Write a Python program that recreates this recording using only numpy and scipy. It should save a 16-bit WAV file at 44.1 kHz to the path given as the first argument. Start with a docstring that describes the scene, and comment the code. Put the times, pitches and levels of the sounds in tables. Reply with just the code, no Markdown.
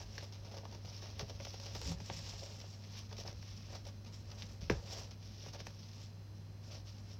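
"""A cat lying on carpet pushes, scratches and taps at a soft cardboard wall in a small quiet room.
Fur and pads rustle over the fibres, and claws drag in short strokes that set the board murmuring.
Paws knock the panel with a claw click on top and a thud below; the cat's weight shakes the floor.
Behind it lie soft room air and an appliance that hums low while its electronics whine faintly."""
import sys
import numpy as np
from scipy import signal
from scipy.fft import rfft, irfft, next_fast_len
from scipy.io import wavfile

SR = 44100
rng = np.random.default_rng(int(sys.argv[2]) if len(sys.argv) > 2 else 0)


def persist_wave(psi):
    """Save psi, clipped to +-1, as 16-bit WAV."""
    counts = np.round(np.clip(psi, -1, 1) * 32767).astype(np.int16)
    wavfile.write(sys.argv[1], SR, np.atleast_2d(counts).T)


N = 317079

# tone of the room air and hiss: frequency_hz, level_db
AIR_SPECTRUM = [(15, -19), (25, -25), (48, -9), (75, -32), (104, -21), (152, 1.5), (340, -5), (970, -15.5),
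                (2300, -21), (2490, -19), (3830, -26), (4750, -64), (6210, -29.5), (9050, -36.5),
                (12500, -34), (15500, -34)]
# steady appliance hums: pitch_hz, level_db
HUMS = [(99.9, -50.5), (119.9, -63)]
# motor drones, the broader the more restless: pitch_hz, breadth_hz, level_db
DRONES = [(57.6, 2.7, -69), (157.7, 15, -65), (212.8, 36, -64)]
# electronic whine, overtones of the buzz rate: harmonic, level_db
WHINE_PARTIALS = [(56, -89), (67, -90), (68, -80), (69, -84), (70, -88), (72, -87), (77, -90), (79, -82),
                  (80, -84), (81, -89), (86, -88), (88, -85), (90, -85), (92, -88), (99, -88), (101, -90),
                  (102, -88), (103, -84)]
# floor rumble under the cat's weight: time_s, level_db
RUMBLE_CURVE = [(0.0, -51), (0.36, -58.5), (1.16, -58), (1.24, -48.5), (1.56, -59.5), (1.79, -54.5),
                (1.87, -43), (1.97, -43.5), (2.07, -57), (2.17, -52.5), (2.8, -64), (3.28, -52.5),
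                (4.08, -58), (4.41, -54), (4.6, -58), (4.73, -40), (4.88, -57), (5.02, -53), (5.3, -61),
                (6.01, -61.5), (7.19, -60.5)]
# soft bumps of the body against the wall: peak_s, pitch_hz, level_db, length_s
BODY_BUMPS = [(1.243, 80, -56, 0.11), (1.892, 269, -48, 0.029), (1.915, 169.4, -37.5, 0.03),
              (2.19, 162, -50.5, 0.042), (3.73, 85, -54, 0.056), (4.624, 58.4, -43, 0.023),
              (4.722, 124, -32.5, 0.013), (4.729, 79, -46, 0.067)]
# low resonances of floor and wall: pitch_hz, gain_db, t60_s
THUD_MODES = [(74, -38, 0.13), (121, 14.5, 0.16), (178.6, 16.5, 0.069), (237, 15.5, 0.033)]
# boxy resonances of the cardboard: pitch_hz, gain_db, t60_s
PANEL_MODES = [(350, -7.5, 0.016), (424, -2, 0.024), (492, -4.5, 0.034), (559.6, -9, 0.05),
               (652, -11.5, 0.042), (821, -9, 0.021), (980, -13, 0.028), (1154, -14.5, 0.018),
               (1540, -11, 0.0093), (1850, -11, 0.0076)]
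# tone of rustle and scratches as heard, bright near 5.5 kHz, steep fall above: frequency_hz, level_db
RUSTLE_SPECTRUM = [(650, -26), (1100, -7), (1390, -14), (2230, -8), (2410, -6.5), (2610, -5), (3720, -4.5),
                   (4150, -4), (4590, -2.5), (5480, 2), (6120, -4.5), (6500, -9.5), (7100, -23),
                   (8910, -33.5), (12300, -26), (15500, -30)]
# fur and pads rubbing along: peak_s, swell_s, fade_s, rustle_db, panel_db, rasp_over_rustle_db
FUR_RUBS = [(0.0, .02, 0.042, -53.5, -55, -20), (0.18, 0.11, 0.11, -57.5, -65, -18),
            (0.5, 0.23, 0.46, -66, -69, -28), (0.74, 0.018, 0.024, -65, -59, -25),
            (0.95, 0.078, 0.18, -56.5, -66.5, -39), (1.06, 0.055, 0.33, -62.5, -69, -37),
            (1.205, 0.015, 0.028, -50.5, -48.5, -37), (1.3, 0.02, 0.076, -62, -65.5, -28),
            (1.36, 0.02, 0.017, -60.5, -77, -35), (1.46, 0.082, 0.15, -55.5, -73, -40),
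            (1.7, 0.11, 0.14, -56.5, -63, -21), (1.89, 0.086, 0.051, -50.5, -55.5, -9.5),
            (1.98, 0.026, .04, -62.5, -63, -20), (2.141, 0.12, 0.52, -54.5, -65.5, -12.5),
            (2.42, 0.24, 0.2, -88, -66.5, -30), (2.6, 0.006, 0.037, -67, -67, -29),
            (2.74, 0.014, 0.014, -60.5, -66, -29), (2.84, 0.035, 0.017, -62, -71, -20),
            (2.981, 0.089, 0.067, -54.5, -66, -24), (3.2, 0.03, 0.026, -52.5, -65, -27),
            (3.28, 0.03, 0.039, -55.5, -57.5, -28), (3.55, 0.19, 0.26, -60, -84, -24),
            (3.74, 0.075, 0.072, -61.5, -62, -16), (3.88, 0.026, 0.028, -59.5, -58.5, -15),
            (4.15, .025, 0.047, -60, -78, -10.5), (4.31, 0.044, 0.039, -64, -66, -20),
            (4.36, 0.012, 0.015, -60, -73, -18), (4.39, 0.025, 0.038, -57, -65, -18),
            (4.435, 0.012, 0.015, -59, -71, -27), (4.52, 0.3, 0.079, -64, -68, -16),
            (4.705, 0.0038, 0.091, -55.5, -52, -15), (4.97, 0.12, 0.084, -51, -54.5, -16.5),
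            (5.13, 0.021, 0.017, -62, -73, -26), (5.3, 0.092, 0.44, -62, -79, -34),
            (5.48, 0.1, 0.032, -57.5, -70, -30), (5.54, 0.0077, 0.034, -58, -56, -33),
            (5.607, 0.018, 0.011, -53.5, -56.5, -40), (5.67, 0.017, 0.043, -61, -63, -17),
            (5.85, 0.11, 0.17, -62, -81, -31), (6.03, 0.075, 0.057, -62.5, -75, -12),
            (6.73, 0.081, 0.06, -59.5, -62.5, -18), (6.9, 0.068, 0.12, -68, -82, -16),
            (7.11, 0.061, 0.048, -62, -71, -19)]
# dry bright ticks of fine fibres snapping: start_s, level_db
FIBRE_TICKS = [(0.2329, -64), (1.1862, -62), (1.2979, -78), (1.6571, -65), (1.8128, -58), (1.8696, -59),
               (1.915, -56), (2.9866, -59), (3.266, -69), (3.2904, -67), (3.8731, -61), (4.4874, -71),
               (4.5321, -69), (5.5478, -65), (5.6017, -66), (5.668, -62)]
# the board giving once under a firm pad: peak_s, pitch_hz, level_db, length_s
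PAD_PATS = [(0.324, 696, -56, .002), (0.542, 600, -45, .002), (0.569, 600, -46, .002),
            (0.636, 700, -48, .002), (0.6555, 790, -40, 0.0014), (0.729, 694, -51, 0.0022),
            (0.849, 604, -47.5, 0.0017), (1.404, 700, -46, 0.0018), (1.471, 700, -44, .002),
            (1.544, 700, -44, .002), (2.1013, 715, -33, 0.0011), (2.425, 600, -46.5, 0.0024),
            (3.253, 600, -45, 0.0023), (4.7032, 393, -19, 0.0018), (5.538, 800, -52, 0.0013),
            (5.6707, 816, -42, .0015)]
# claws snagging and dragging: start_s, scratch_db, panel_db, length_s
CLAW_STROKES = [(0.008, -57, -70, 0.0025), (0.18, -47.5, -68, 0.011), (0.208, -53, -62, 0.006),
                (0.226, -59, -61, 0.034), (0.323, -57, -74, 0.044), (0.447, -58.5, -60.5, 0.038),
                (0.513, -58.5, -59, 0.061), (0.544, -59, -63, 0.0048), (0.568, -47.5, -55, 0.0044),
                (0.576, -51, -55, 0.0048), (0.583, -52, -55, 0.0046), (0.652, -57, -52, 0.0064),
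                (0.713, -56, -70, 0.004), (0.724, -58, -67, 0.013), (0.748, -51, -56, 0.0036),
                (0.848, -57.5, -67, 0.057), (1.022, -57.5, -58, 0.056), (1.193, -38, -52, 0.0054),
                (1.281, -53, -61, 0.01), (1.296, -47.5, -49.5, 0.0071), (1.4, -57, -50.5, 0.015),
                (1.449, -43.5, -48, 0.0068), (1.47, -55, -58, 0.01), (1.532, -52, -64, 0.004),
                (1.54, -49, -52, 0.0086), (1.598, -47.5, -49, 0.0066), (1.631, -58, -57, 0.013),
                (1.658, -50.5, -58, 0.022), (1.748, -48, -51.5, 0.022), (1.814, -48.5, -51, 0.013),
                (1.874, -48, -79, 0.016), (1.912, -50.5, -56, 0.02), (2.001, -54.5, -56, 0.011),
                (2.093, -61, -53, 0.0091), (2.166, -49, -75, 0.0069), (2.262, -50.5, -56, 0.015),
                (2.285, -72, -62, 0.014), (2.327, -57, -59, 0.014), (2.43, -52.5, -55, 0.0091),
                (2.461, -54, -60, 0.0095), (2.499, -68, -55.5, 0.0089), (2.51, -60.5, -78, 0.039),
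                (2.601, -48, -62, 0.0044), (2.613, -49, -67, 0.0056), (2.639, -73, -57.5, 0.0071),
                (3.092, -59, -68, 0.065), (3.125, -54, -50, 0.0071), (3.167, -53, -67, 0.0088),
                (3.181, -51.5, -57, 0.0061), (3.201, -50, -56, 0.0034), (3.207, -54, -49.5, 0.008),
                (3.236, -54, -60, 0.003), (3.254, -61, -57.5, 0.01), (3.263, -51, -61, 0.0041),
                (3.277, -41.5, -61, 0.002), (3.3, -57, -57, 0.004), (3.328, -48, -52, 0.003),
                (3.723, -58, -58.5, 0.022), (3.749, -53.5, -53, 0.018), (3.851, -54, -60, 0.006),
                (3.865, -56.5, -66, 0.025), (4.046, -58, -64, 0.0072), (4.06, -59, -63.5, 0.031),
                (4.124, -63, -95, 0.032), (4.302, -57, -71, 0.004), (4.314, -52.5, -57, 0.013),
                (4.425, -44, -63, 0.0055), (4.608, -58.5, -75, 0.1), (4.698, -42.5, -43, 0.014),
                (4.884, -59, -79, 0.0053), (5.109, -56.5, -69, 0.018), (5.225, -56, -63, 0.0094),
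                (5.438, -65, -66, 0.0094), (5.482, -55, -58, 0.011), (5.533, -49, -58, 0.005),
                (5.544, -57, -55, 0.022), (5.667, -47, -53, 0.0068), (6.014, -55, -80, 0.0097),
                (6.711, -54.5, -70, 0.024), (6.746, -57, -63, 0.025), (6.87, -58.5, -87, 0.038),
                (6.981, -58.5, -83, 0.0082)]
# paw knocks on the panel: start_s, panel_db, dullness_db_per_octave, click_db, thud_db, click_hz
PAW_KNOCKS = [(0.179, -52.5, -11.5, -38, -85, 1910), (0.542, -49, -3, -49, -79, 2800),
              (0.568, -50, 2, -44, -72, 3000), (0.578, -52, -3, -42, -75, 3000),
              (0.586, -51, -5, -44, -67, 3000), (0.635, -46, 3, -55, -75, 1500),
              (0.655, -49, 1, -46, -82, 2000), (0.731, -45, 3, -57, -77, 2000),
              (0.848, -50, 6, -44, -66, 2500), (1.023, -48, -2, -43, -83, 1720),
              (1.195, -37.5, -2.5, -24, -72, 2800), (1.212, -37, 8, -51, -57.5, 1500),
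              (1.226, -40, 2, -57, -62, 1500), (1.301, -44.5, -1, -53, -71, 2000),
              (1.402, -43, 6, -32.5, -61.5, 2220), (1.469, -56, -6, -36, -68, 2500),
              (1.753, -36, 1.5, -56, -69, 2000), (2.003, -43, 8, -36.5, -60, 2200),
              (2.0996, -40, -5, -22.5, -59, 2820), (2.427, -41, 5, -52, -75, 2178),
              (3.113, -45.5, -2.5, -44, -83, 1700), (3.184, -36, 5, -59, -75, 2000),
              (3.249, -40, 7, -54, -79, 2000), (3.28, -45, -4, -50, -66, 1800),
              (3.427, -56, -6, -38, -82, 2400), (4.422, -54, 2, -20.5, -75, 3740),
              (4.428, -52, -3, -36, -68, 3140), (4.615, -50, -2, -58, -60, 2000),
              (4.6985, -26, -2.5, -10.5, -44, 2000), (4.7101, -30, 0, -41, -63, 1200),
              (5.46, -43, -2, -55, -62.5, 2000), (5.603, -45, 2, -32, -66, 2250),
              (5.669, -53, -3, -28, -85, 2240), (6.748, -51, 1, -61, -82, 2000)]

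AIR_DB, BUZZ_HZ, WHINE_TRIM_DB = -63.5, 59.94, 0.3
ROOM_T60_S, ROOM_DB, ROOM_LOW_CUT_HZ = 0.17, -14.5, 470
REST_RUSTLE_DB, REST_PANEL_DB, REST_RASP_OVER_RUSTLE_DB = -74.5, -72, -20   # the body always stirs a little
WOBBLE_DB, WOBBLE_PER_S, WOBBLE_EDGES_HZ = 2, 26.5, [1240, 3000, 4380, 6740]
GRIT_PER_S, GRIT_GAIN = 250, 0.52   # separate catches within a rub
PLUCKS_PER_S, PLUCK_DB, PLUCK_RANGE_HZ, PLUCK_T60_S = 160, -10, [4870, 6040], 0.011
TICK_RISE_S, TICK_BAND_HZ = 0.0021, [6400, 13000]
SNAG_DB, SNAG_DELAY_S = 12.5, 0.001057   # the first fibre of a stroke snaps harder than the rest
PAT_GLIDE, CLICK_RISE_CYCLES = 0.16, 0.72


def from_db(db):
    """Decibels to gain."""
    return 10 ** (np.asarray(db) / 20)


def unit_rms(x):
    """Scales x to rms 1."""
    return x / np.sqrt(np.mean(x ** 2) + 1e-20)


def filtered(x, order, hz, kind):
    """Butterworth low, high or band pass."""
    return signal.sosfilt(signal.butter(order, hz, kind, fs=SR, output="sos"), x)


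def drift(per_s):
    """A slow random wander of rms 1, turning about per_s times a second."""
    pole = np.exp(-80 * np.pi * per_s / SR)
    slow = signal.lfilter([1], [1, -2 * pole, pole * pole], rng.standard_normal(N // 40 + 2002))[2000:]
    return np.interp(np.arange(N) / 40, np.arange(len(slow)), unit_rms(slow - slow.mean()))


def coloured(x, spectrum):
    """Gives x the tone of a spectrum table, at rms 1."""
    hz, level_db = np.transpose(spectrum)
    size = next_fast_len(N)
    bins_hz = np.maximum(np.arange(size // 2 + 1) * SR / size, 1)
    gain = from_db(np.interp(np.log(bins_hz), np.log(hz), level_db))
    return unit_rms(irfft(rfft(x, size) * gain, size)[:N])


def ring(x, hz, t60_s):
    """A resonator: a unit click sets off a dying sine of height 1."""
    pole, angle = from_db(-60 / (t60_s * SR)), 2 * np.pi * hz / SR
    return signal.lfilter([0, np.sin(angle)], [1, -2 * pole * np.cos(angle), pole * pole], x + 1e-18)


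def room_air():
    """A steady bed of soft, dark noise."""
    return from_db(AIR_DB) * coloured(rng.standard_normal(N), AIR_SPECTRUM)


def appliance():
    """Steady hums, wavering motor drones and a thin whine locked to the buzz rate."""
    t = np.arange(N) / SR
    out = np.zeros(N)
    for hz, level_db in HUMS:
        out += np.sqrt(2) * from_db(level_db + 0.5 * drift(per_s=0.72)) * np.sin(2 * np.pi * hz * t)
    for hz, breadth_hz, level_db in DRONES:
        out += from_db(level_db) * unit_rms(ring(rng.standard_normal(N), hz, t60_s=4.0 / breadth_hz))
    for harmonic, level_db in WHINE_PARTIALS:
        phase = 2 * np.pi * harmonic * BUZZ_HZ * t + rng.uniform(0, 2 * np.pi)
        out += np.sqrt(2) * from_db(level_db + WHINE_TRIM_DB) * np.sin(phase)
    return out


def room_tail(x):
    """A short, dense reverb with softened treble; carpet and soft board soak up its lows."""
    t = np.arange(round(.4 * SR)) / SR
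    tail = rng.standard_normal(len(t)) * from_db(-60 * t / ROOM_T60_S) * (t > .004)
    tail = signal.lfilter([.4], [1, -.6], tail)   # gentle treble roll-off
    tail = filtered(tail, 1, ROOM_LOW_CUT_HZ, "high")
    return signal.fftconvolve(x, tail / np.sqrt(np.sum(tail ** 2)))[:N]


def floor_rumble():
    """The cat's weight shakes the floor in swells of deep noise."""
    level_db = np.interp(np.arange(N) / SR, *np.transpose(RUMBLE_CURVE))
    return from_db(level_db) * unit_rms(filtered(rng.standard_normal(N), 2, [42, 88], "band"))


def body_bumps():
    """Each soft push on the wall swells and fades at one low pitch."""
    t = np.arange(N) / SR
    return sum(from_db(db) * np.exp(-((t - peak_s) / length_s) ** 2) * np.sin(2 * np.pi * hz * (t - peak_s))
               for peak_s, hz, db, length_s in BODY_BUMPS)


def grains(per_s, spread_db):
    """Fibres snapping free: random clicks of uneven size over a bed of noise."""
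    sizes = from_db(spread_db * np.minimum(rng.exponential(1, N), 5)) * rng.choice([-1, 1], N)
    clicks = sizes * (rng.random(N) < per_s / SR)
    return unit_rms(clicks) + .5 * rng.standard_normal(N)


def fibre_plucks():
    """Stiff fibres twang in a rub: uneven plucks, each ringing briefly at one of six pitches."""
    sizes = from_db(4.1 * np.minimum(rng.exponential(1, N), 4))
    plucks = sizes * (rng.random(N) < PLUCKS_PER_S / SR)
    pitch_index = rng.integers(0, 6, N)
    pitches_hz = np.geomspace(*PLUCK_RANGE_HZ, 6)
    twangs = sum(ring(plucks * (pitch_index == k), hz, PLUCK_T60_S) for k, hz in enumerate(pitches_hz))
    return unit_rms(filtered(twangs, 2, PLUCK_RANGE_HZ, "band"))


def pressure_wobble(x):
    """Pressure wobbles along a rub; coarse and fine fibres feel it differently, band by band."""
    lows = [filtered(x, 2, hz, "low") for hz in WOBBLE_EDGES_HZ]
    bands = np.diff([0 * x, *lows, x], axis=0)
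    shared = 0.66 * drift(WOBBLE_PER_S)
    return sum(band * from_db(WOBBLE_DB * (shared + drift(WOBBLE_PER_S))) for band in bands)


def rub_envelopes():
    """Rustle, panel and rasp gains: each rub swells and fades on top of the stirring at rest."""
    t = np.arange(0, N, 20) / SR
    peak_s, swell_s, fade_s, rustle_db, panel_db, rasp_db = np.transpose(FUR_RUBS)[:, :, None]
    width_s = np.maximum(np.where(t < peak_s, swell_s, fade_s), .003)
    swells = np.exp(-((t - peak_s) / width_s) ** 2)
    layers = [(REST_RUSTLE_DB, rustle_db), (REST_PANEL_DB, panel_db),
              (REST_RUSTLE_DB + REST_RASP_OVER_RUSTLE_DB, rustle_db + rasp_db)]
    powers = [from_db(rest) ** 2 + np.sum((from_db(db) * swells) ** 2, axis=0) for rest, db in layers]
    return [np.interp(np.arange(N) / SR, t, np.sqrt(power)) for power in powers]


def fur_rustle(rustle_gain, rasp_gain):
    """Fur and pads brush the fibres: a gritty rustle with tiny twangs and a thin, high rasp."""
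    friction = grains(3000, spread_db=1.0) + GRIT_GAIN * grains(GRIT_PER_S, spread_db=1.5)
    rasp = unit_rms(filtered(grains(4000, spread_db=3.0), 2, [6300, 7600], "band"))
    rustle = coloured(friction, RUSTLE_SPECTRUM) + from_db(PLUCK_DB) * fibre_plucks()
    return pressure_wobble(rustle_gain * rustle + rasp_gain * rasp)


def fibre_ticks():
    """Fine fibres snap, each with a tiny swell of bright noise."""
    start_s, level_db = np.transpose(FIBRE_TICKS)
    triggers = np.zeros(N)
    triggers[np.round(start_s * SR).astype(int)] = from_db(level_db)
    age = np.arange(round(.04 * SR)) / (TICK_RISE_S * SR)
    envelope = signal.fftconvolve(triggers, age * np.exp(1 - age))[:N]
    return filtered(envelope * rng.standard_normal(N), 2, TICK_BAND_HZ, "band")


def pad_pats():
    """The board gives under a pad with a falling blip: short waves leave the board first."""
    out, t = np.zeros(N), np.arange(-300, 300) / SR
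    for peak_s, hz, db, length_s in PAD_PATS:
        i = round(peak_s * SR) - 300
        phase = 2 * np.pi * hz * t * (1 - PAT_GLIDE * t / length_s)
        out[i:i + len(t)] += from_db(db) * np.exp(-(t / length_s) ** 2) * np.sin(phase)
    return out


def drag_envelopes():
    """Scratch and panel gains: a claw catches at once, then fades over the drag as it slides free."""
    scratch, panel = np.zeros(N), np.zeros(N)
    for start_s, scratch_db, panel_db, length_s in CLAW_STROKES:
        i = round(start_s * SR)
        t = np.arange(min(round(.15 * SR), N - i)) / SR
        shape = (1 - np.exp(-t / .0006)) * np.exp(-(t / max(length_s, .002)) ** 2)
        scratch[i:i + len(t)] += from_db(scratch_db) * shape
        panel[i:i + len(t)] += from_db(panel_db) * shape
    return scratch, panel


def panel_murmur(catches):
    """Friction keeps the cardboard resonating, with a shorter ring than a knock leaves."""
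    return unit_rms(sum(from_db(db) * (-1) ** k * ring(catches, hz, t60_s * 0.61)
                        for k, (hz, db, t60_s) in enumerate(PANEL_MODES)))


def claw_scratch(catches):
    """A claw slips from fibre to fibre, with one hard snag at the head of each stroke."""
    snag_s = np.transpose(CLAW_STROKES)[0] + SNAG_DELAY_S
    snags = np.zeros(N)
    snags[np.round(snag_s * SR).astype(int)] = from_db(SNAG_DB)
    return coloured(catches + snags, RUSTLE_SPECTRUM)


def claw_clicks(times_s, click_db, click_hz):
    """The claw tip meets the surface: a rounded snap of about one millisecond."""
    out, t = np.zeros(N), np.arange(200) / SR
    for start_s, db, hz in zip(times_s, click_db, click_hz):
        i, age = round(start_s * SR), t * hz / CLICK_RISE_CYCLES
        envelope = (age * np.exp(1 - age)) ** 3
        out[i:i + len(t)] += from_db(db - 7) * envelope * np.sin(2 * np.pi * hz * t)
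    return out


def strike(times_s, level_db, modes, dullness=0):
    """Each blow rings every mode a little differently; a broad soft pad favours the low modes."""
    at, out = np.round(times_s * SR).astype(int), np.zeros(N)
    scatter_db = 1.5 * rng.standard_normal((len(at), len(modes)))
    for k, (hz, gain_db, t60_s) in enumerate(modes):
        octaves_up = np.log2(hz / modes[0][0])
        blows = np.zeros(N)
        blows[at] = from_db(level_db + gain_db + scatter_db[:, k] - dullness * octaves_up)
        out += ring(blows, hz, t60_s) * (-1) ** k
    return out


def paw_knocks():
    """The claw clicks first, the panel answers just after, and the low thud builds last."""
    start_s, panel_db, dullness, click_db, thud_db, click_hz = np.transpose(PAW_KNOCKS)
    clicks = claw_clicks(start_s, click_db, click_hz)
    panel = strike(start_s + .001, panel_db, PANEL_MODES, dullness)
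    thuds = strike(start_s + .00813, thud_db, THUD_MODES)
    return filtered(clicks + panel + thuds, 4, 4500, "low")   # muffled, with the top rolled off


def cat():
    """Rubs and scratches drive both fibres and panel; knocks, pats and ticks land on top."""
    rustle_gain, rub_panel_gain, rasp_gain = rub_envelopes()
    scratch_gain, drag_panel_gain = drag_envelopes()
    fur = fur_rustle(rustle_gain, rasp_gain)
    catches = grains(1800, spread_db=3.0)
    claws = scratch_gain * claw_scratch(catches)
    board = (rub_panel_gain + drag_panel_gain) * panel_murmur(catches)
    return fur + claws + board + paw_knocks() + pad_pats() + fibre_ticks()


def scene():
    """The cat up close with a touch of room, over dry low end, appliance and air."""
    close = cat()
    low_end = floor_rumble() + body_bumps()
    return (close + from_db(ROOM_DB) * room_tail(close) + low_end + appliance() + room_air())[None, :]


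def record(dry):
    """Rolls off the deepest bass and cuts the very top steeply."""
    trimmed = filtered(dry, 2, 36, "high")
    return signal.sosfilt(signal.ellip(12, .5, 70, 15880, fs=SR, output="sos"), trimmed)


dry = scene()
out = record(dry)
persist_wave(out)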